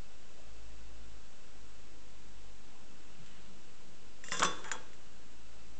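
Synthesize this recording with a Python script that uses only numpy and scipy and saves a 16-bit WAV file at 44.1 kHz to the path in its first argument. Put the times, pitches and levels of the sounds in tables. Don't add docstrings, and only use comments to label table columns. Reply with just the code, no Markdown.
import sys
import numpy as np
from scipy import signal
from scipy.fft import rfft, irfft, next_fast_len
from scipy.io import wavfile

SR = 44100
rng = np.random.default_rng(int(sys.argv[2]) if len(sys.argv) > 2 else 0)


def transcribe(u):
    v = np.clip(np.atleast_2d(u).T, -1, 1)
    q = np.round(v * 32767).astype(np.int16)
    wavfile.write(sys.argv[1], SR, q)


N = 255339
TIME = np.arange(N) / SR
AGE = TIME[:SR // 2]

# pitch_hz, relative_db
HISS_SHAPE = [(40, -11.5), (80, -11.5), (174, -12.5), (260, -13.5), (380, -15), (500, -17), (770, -19.5),
              (1150, -20), (1600, -22.5), (2200, -23.5), (2900, -23), (3700, -24), (5500, -26), (7400, -25)]
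# pitch_hz, width_hz, level_db
DRONES = [(24.2, 19, -72.5), (176.6, 10.3, -73), (205.2, 13, -76), (235, 12, -82.5), (322, 40, -79.5),
          (445, 12, -85), (496, 13, -82), (614.6, 13, -80.5), (1496, 340, -77), (2644, 61, -78.5),
          (2880, 290, -80)]
# time_s, pitch_hz, level_db
HUM_PATH = [(0.06, 51, -64), (0.33, 54.5, -69), (.5, 53.2, -56), (0.67, 52.4, -54.5), (1.16, 52.6, -53.5),
            (1.38, 53.8, -76), (1.59, 52.7, -58), (1.87, 51.8, -64.5), (2.14, 49.3, -61), (2.49, 48.8, -55),
            (2.71, 47, -70), (3.38, 50.9, -66), (3.44, 49, -60), (3.66, 48.3, -84), (4.1, 46, -65),
            (4.32, 55, -72), (4.46, 50.6, -64), (5.07, 55.2, -68), (5.73, 54.7, -58)]
# start_s, length_s, pitch_hz, width_hz, level_db
BUMPS = [(.25, 0.27, 636, 250, -67.5), (2.62, 0.29, 910, 400, -70), (3.17, 0.093, 144, 45, -59),
         (3.03, 0.62, 2430, 2600, -66.5), (3.222, 0.2, 3000, 300, -71), (3.25, 0.5, 189.3, 50, -63.5)]
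SPOTS = ["rim", "tray", "foot"]
# pitch_hz, fade_s, rim_db, tray_db, foot_db
TONES = [ (884, .33, -22, -7, -4), (1035, .55, -5, -12, -16), (1121, .3, -13, 3, -12),
         (1342, .36, -19, -6, -19), (1627, .4, -4, -14, -9), (2794, .25, -7, -24, -28),
         (3310, .27, -20, -11, -6), (3492, .38, -7, -1.5, -20), (4900, .25, -16, -17, -19),
         (5988, .17, -5, -5, -14), (6270, .22, -15, -16, -22), (6993, .1, -3, -20, 1),
         (179, .18, -7, -6, -26), (283, .4, -22, -21, -17), (361, .7, -33, -22, -21),
         (425, .3, -24, -16, -22), (468, .22, -6, -12, -18), (497, .4, -16, -9, -5),
         (949, .25, -30, -25, -8), (1075, .1, -22, 5, -14), (1205, .14, -26, -7, -12),
         (1299, .24, -15, -24, -8), (1373, .25, -14, -8, -15), (1425, .35, -22, -11, -14),
         (1511, .25, -24, -10, -17), (1599, .4, -30, -12, -21), (1776, .16, -9, -5, -11),
         (1835, .12, -9, -5, -14), (1981, .2, -17, -11, -22), (2086, .1, -8, -18, -19),
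         (2485, .7, -32, -23, -22), (2697, .3, -26, -11, -28), (3245, .13, -10, -11, -22),
         (3424, .35, -22, -17, -16), (3849, .2, -24, -26, -16), (4060, .2, -22, -15, -22),
         (5130, .25, -19, -17, -22), (5310, .06, -3, -20, -20), (5669, .09, -11, -24, -10),
         (5841, .22, -25, -18, -22), (6105, .13, -20, -19, -7), (6584, .18, -13, -20, -20),
         (7235, .15, 0, -26, -17), (7456, .2, -8, -21, -17), (7740, .15, -14, -15, -13), ]
# pitch_hz, stand_db, room_db, room_fade_s
WASH = [(90, -44, -18.5, 0.94), (181, -2, -18, 0.53), (290, -29, -15.5, 1), (444, 2.5, -11.5, 1),
        (720, -3, -13, 0.49), (1000, -1, -14, .7), (1400, 4.5, -13, 0.87), (2240, -1, -10, 0.39),
        (3520, 0, -16, 1), (4400, -5, -22.5, 0.62), (6150, 2, -18, 0.91), (7400, 4.5, -14.5, 0.71),
        (8900, -26, -28, 0.26)]
# start_s, length_s, spot, level_db, treble_db
SLIDES = [(4.252, 0.053, "rim", -56.5, 4.5), (4.314, 0.099, "rim", -42.5, -1),
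          (4.645, 0.049, "foot", -44, -14)]
# start_s, spot, clack_hz, swell_s, clack_db, snap_hz, snap_db, thud_db, knock_db, treble_db, ring_db
HITS = [ (3.261, "rim", 2950, .0008, -55, 3500, -47, -69, -60, -57.5, 7),
        (4.2388, "rim", 1900, 0.0011, -39.5, 3220, -49, -58.5, -53, -49, 11.5),
        (4.2392, "rim", 2700, 0.0015, -47, 6500, -50, -78, -52, -45, 5),
        (4.284, "rim", 1910, 0.0011, -38, 2440, -42, -44, -52, -39.5, 3),
        (4.3137, "rim", 4960, 0.00062, -37, 7500, -30, -66, -59, -55, -3.5),
        (4.319, "rim", 1970, 0.00089, -26.5, 3200, -28, -35.5, -32.5, -35, 7.5),
        (4.323, "rim", 5320, 0.0034, -40.5, 4500, -40, -60, -46, -43, 12),
        (4.3297, "rim", 1140, 0.0034, -45, 2600, -36, -46, -41, -47, -6),
        (4.3332, "rim", 7240, 0.0013, -35, 6460, -30, -43, -44, -42, 3),
        (4.3418, "rim", 1590, 0.00061, -34.5, 5000, -36, -55, -41, -47, 16.5),
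        (4.348, "rim", 1750, .0008, -45, 6000, -36, -41, -43, -46, 4),
        (4.368, "tray", 5980, .005, -38, 6000, -37, -43, -65.5, -40, 16.5),
        (4.3952, "rim", 6400, 0.00021, -29.5, 5000, -19, -32.5, -39, -25.5, -1),
        (4.3962, "rim", 2110, 0.00069, -34, 5000, -31, -48, -44, -43, 2),
        (4.4007, "tray", 1150, .001, -32, 2046, -35, -26, -39.5, -51, 9.5),
        (4.404, "tray", 1220, .0008, -49, 3000, -33.5, -32, -46, -38, 1.5),
        (4.4211, "tray", 1220, 0.00056, -18.5, 1920, -22, -56, -19, -62, -3.5),
        (4.422, "foot", 3260, 0.0015, -30, 2600, -36, -58, -36.5, -46, 5),
        (4.4277, "tray", 1160, 0.00063, -15, 2000, -42, -29.5, -15.5, -48, -0.5),
        (4.4286, "rim", 3260, .0007, -28.5, 2700, -19.5, -44, -37, -44, -3),
        (4.4310, "foot", 1600, 0.00069, -23, 5500, -16, -38, -29.5, -24.5, -7),
        (4.4338, "rim", 7100, 0.00039, -21, 6240, -22, -33.5, -43, -38, -10),
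        (4.4434, "tray", 1070, 0.0016, -30, 6500, -24.5, -29, -33, -31, -11),
        (4.4473, "rim", 6200, 0.0011, -30.5, 6800, -21, -35, -35, -41, 0),
        (4.449, "tray", 2760, .0009, -29.5, 3040, -27, -29.5, -43, -30.5, 15.5),
        (4.643, "foot", 2860, .0005, -44, 5500, -33, -48, -35, -47, -13),
        (4.6448, "foot", 2050, 0.00052, -42, 4000, -46, -52, -46, -56, -8),
        (4.7151, "foot", 1590, 0.00061, -23.5, 4300, -25, -41.5, -32.5, -33, 8),
        (4.717, "foot", 6950, 0.0017, -31.5, 6500, -36, -51, -51, -49, 0),
        (4.7339, "foot", 1320, .001, -41, 2200, -46, -41.5, -39, -58, 3),
        (4.7515, "foot", 980, 0.001, -40, 1990, -52, -34.5, -37, -61, -4),
        (4.932, "foot", 1990, .0008, -53.5, 3000, -47.5, -69, -66, -53, 5), ]


def amp(db):
    return 10 ** (np.asarray(db) / 20)


def unit(x):
    return x / np.sqrt(np.mean(x ** 2))


def across(hz, points_hz, values):
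    return np.interp(np.log(np.maximum(hz, 1)), np.log(points_hz), values)


def colour(x, gain):
    size = next_fast_len(len(x))
    return irfft(rfft(x, size) * gain(np.fft.rfftfreq(size, 1 / SR)), size)[:len(x)]


def band_noise(hz, width_hz, size):
    return unit(colour(rng.standard_normal(size), lambda f: np.exp(-2 * ((f - hz) / width_hz) ** 2)))


def wander(rate_hz):
    return unit(colour(rng.standard_normal(N), lambda f: np.exp(-(f / rate_hz) ** 2)))


def fade(fade_s):
    return np.exp(-np.log(1000) * AGE / fade_s)


def add(out, start_s, x):
    start = int(start_s * SR)
    out[start:start + len(x)] += x[:N - start]


def room_and_hiss(level_db=-59.5, edge_hz=8420, edge_width_hz=210, ripple_db=1.57, ripple_top_hz=3500):
    points_hz, shape_db = np.transpose(HISS_SHAPE)
    grid_hz = np.arange(0, 9000, 14)
    ripple = ripple_db * rng.standard_normal(len(grid_hz)) / (1 + (grid_hz / ripple_top_hz) ** 2)

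    def shape(f):
        top_cut = 1 - np.tanh((f - edge_hz) / (2 * edge_width_hz))
        return amp(across(f, points_hz, shape_db) + np.interp(f, grid_hz, ripple)) * top_cut

    hiss = amp(level_db) * unit(colour(rng.standard_normal(N), shape))
    drones = sum(amp(db + 2 * wander(rate_hz=0.75)) * band_noise(hz, width_hz, N)
                 for hz, width_hz, db in DRONES)
    return hiss + drones


def hum(waver_db=0.5):
    times_s, pitch_hz, level_db = np.transpose(HUM_PATH)
    phase = 2 * np.pi * np.cumsum(np.interp(TIME, times_s, pitch_hz)) / SR
    level = amp(np.interp(TIME, times_s, level_db) + waver_db * wander(rate_hz=5))
    return np.sqrt(2) * level * np.sin(phase)


def handling(flutter_db=0.2):
    out = np.zeros(N)
    for start_s, length_s, hz, width_hz, db in BUMPS:
        swell = np.sin(np.pi * np.minimum(AGE / length_s, 1)) ** 2
        add(out, start_s, amp(db) * swell * band_noise(hz, width_hz, len(AGE)))
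    return out * amp(flutter_db * wander(rate_hz=30))


def metal_bands():
    return [(hz, band_noise(hz, hz / 3.45, len(AGE))) for hz in np.geomspace(90, 9000, 21)]


def wash(bands, push_db, gain_db=-16, stand_fade_s=0.075, stand_rise_s=0.00024, room_rise_s=0.0048):
    points_hz, *columns = np.transpose(WASH)
    out = 0
    for hz, wave in bands:
        stand_db, room_db, room_fade_s = (across(hz, points_hz, column) for column in columns)
        stand = amp(stand_db) * fade(stand_fade_s) * (1 - np.exp(-AGE / stand_rise_s))
        room = amp(room_db) * fade(room_fade_s) * (1 - np.exp(-AGE / room_rise_s))
        treble_lift = (hz / 2000) ** 0.11
        out = out + amp(gain_db + push_db(hz)) * treble_lift * np.hypot(stand, room) * wave
    return out


def scrape(slide, slips_per_s=1100, grit=0.48, damping_s=0.53, rise_s=0.0082, release_s=0.13,
           low_cut_hz=750, treble_hz=2400):
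    start_s, length_s, spot, level_db, treble_db = slide
    slips = (rng.random(N) < slips_per_s / SR) * rng.standard_normal(N)
    tones = sum(amp(spot_db[SPOTS.index(spot)]) * np.sin(2 * np.pi * hz * AGE) * fade(fade_s)
                for hz, fade_s, *spot_db in TONES)
    blur = wash(metal_bands(), push_db=lambda f: 0)
    one_slip = (unit(tones) + grit * unit(blur)) * fade(damping_s)
    shaking = signal.fftconvolve(slips, one_slip)[:N]
    rub = unit(colour(shaking, lambda f: f ** 2 / (f ** 2 + low_cut_hz ** 2)))
    dull = colour(rub, lambda f: 1 / (1 + (f / treble_hz) ** 4))
    rise = np.clip((TIME - start_s) / rise_s, 0, 1)
    release = np.exp(-np.log(1000) * np.maximum(TIME - start_s - length_s, 0) / release_s)
    return amp(level_db) * rise * release * (dull + amp(treble_db) * (rub - dull))


def push(hit, hz, thud_hz=420, knock_hz=1250, treble_hz=5000):
    *_, thud_db, knock_db, treble_db, _ = hit
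    return across(hz, [thud_hz, knock_hz, treble_hz], [thud_db, knock_db, treble_db])


def ring(gain_db=-16):
    out = np.zeros(N)
    for hz, fade_s, *spot_db in TONES:
        energy = np.zeros(N)
        leak = fade(fade_s) ** 2
        for hit in HITS:
            start_s, spot, *_, ring_db = hit
            strength = amp(push(hit, hz) + spot_db[SPOTS.index(spot)] + ring_db)
            add(energy, start_s, strength ** 2 * leak)
        out += np.sqrt(energy) * np.sin(2 * np.pi * hz * TIME)
    return amp(gain_db) * out


def snap(hz):
    from_peak = (np.pi * (hz * AGE - 1)) ** 2
    return (1 - 2 * from_peak) * np.exp(-from_peak)


def clack(hz, swell_s):
    return AGE / swell_s * np.exp(1 - AGE / swell_s) * np.sin(2 * np.pi * hz * AGE)


def clatter(thud_gain_db=-11):
    out = np.zeros(N)
    bands = {spot: metal_bands() for spot in SPOTS}
    for hit in HITS:
        start_s, spot, clack_hz, swell_s, clack_db, snap_hz, snap_db, thud_db, *_ = hit
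        edges = amp(snap_db) * snap(snap_hz)
        tool = amp(clack_db) * clack(clack_hz, swell_s)
        table = amp(thud_db + thud_gain_db) * clack(hz=420, swell_s=0.0006)
        tail = wash(bands[spot], push_db=lambda f: push(hit, f))
        add(out, start_s, edges + tool + table + tail)
    return out


def scene():
    tool_on_stand = clatter() + ring() + sum(scrape(slide) for slide in SLIDES)
    return (tool_on_stand + handling() + hum() + room_and_hiss())[None]


def record(dry, droop_hz=8150, top_hz=8900, offset=-0.0225):
    soft = signal.sosfilt(signal.butter(10, droop_hz, fs=SR, output="sos"), dry)
    return signal.sosfilt(signal.ellip(10, .2, 80, top_hz, fs=SR, output="sos"), soft) + offset


dry = scene()
out = record(dry)
transcribe(out)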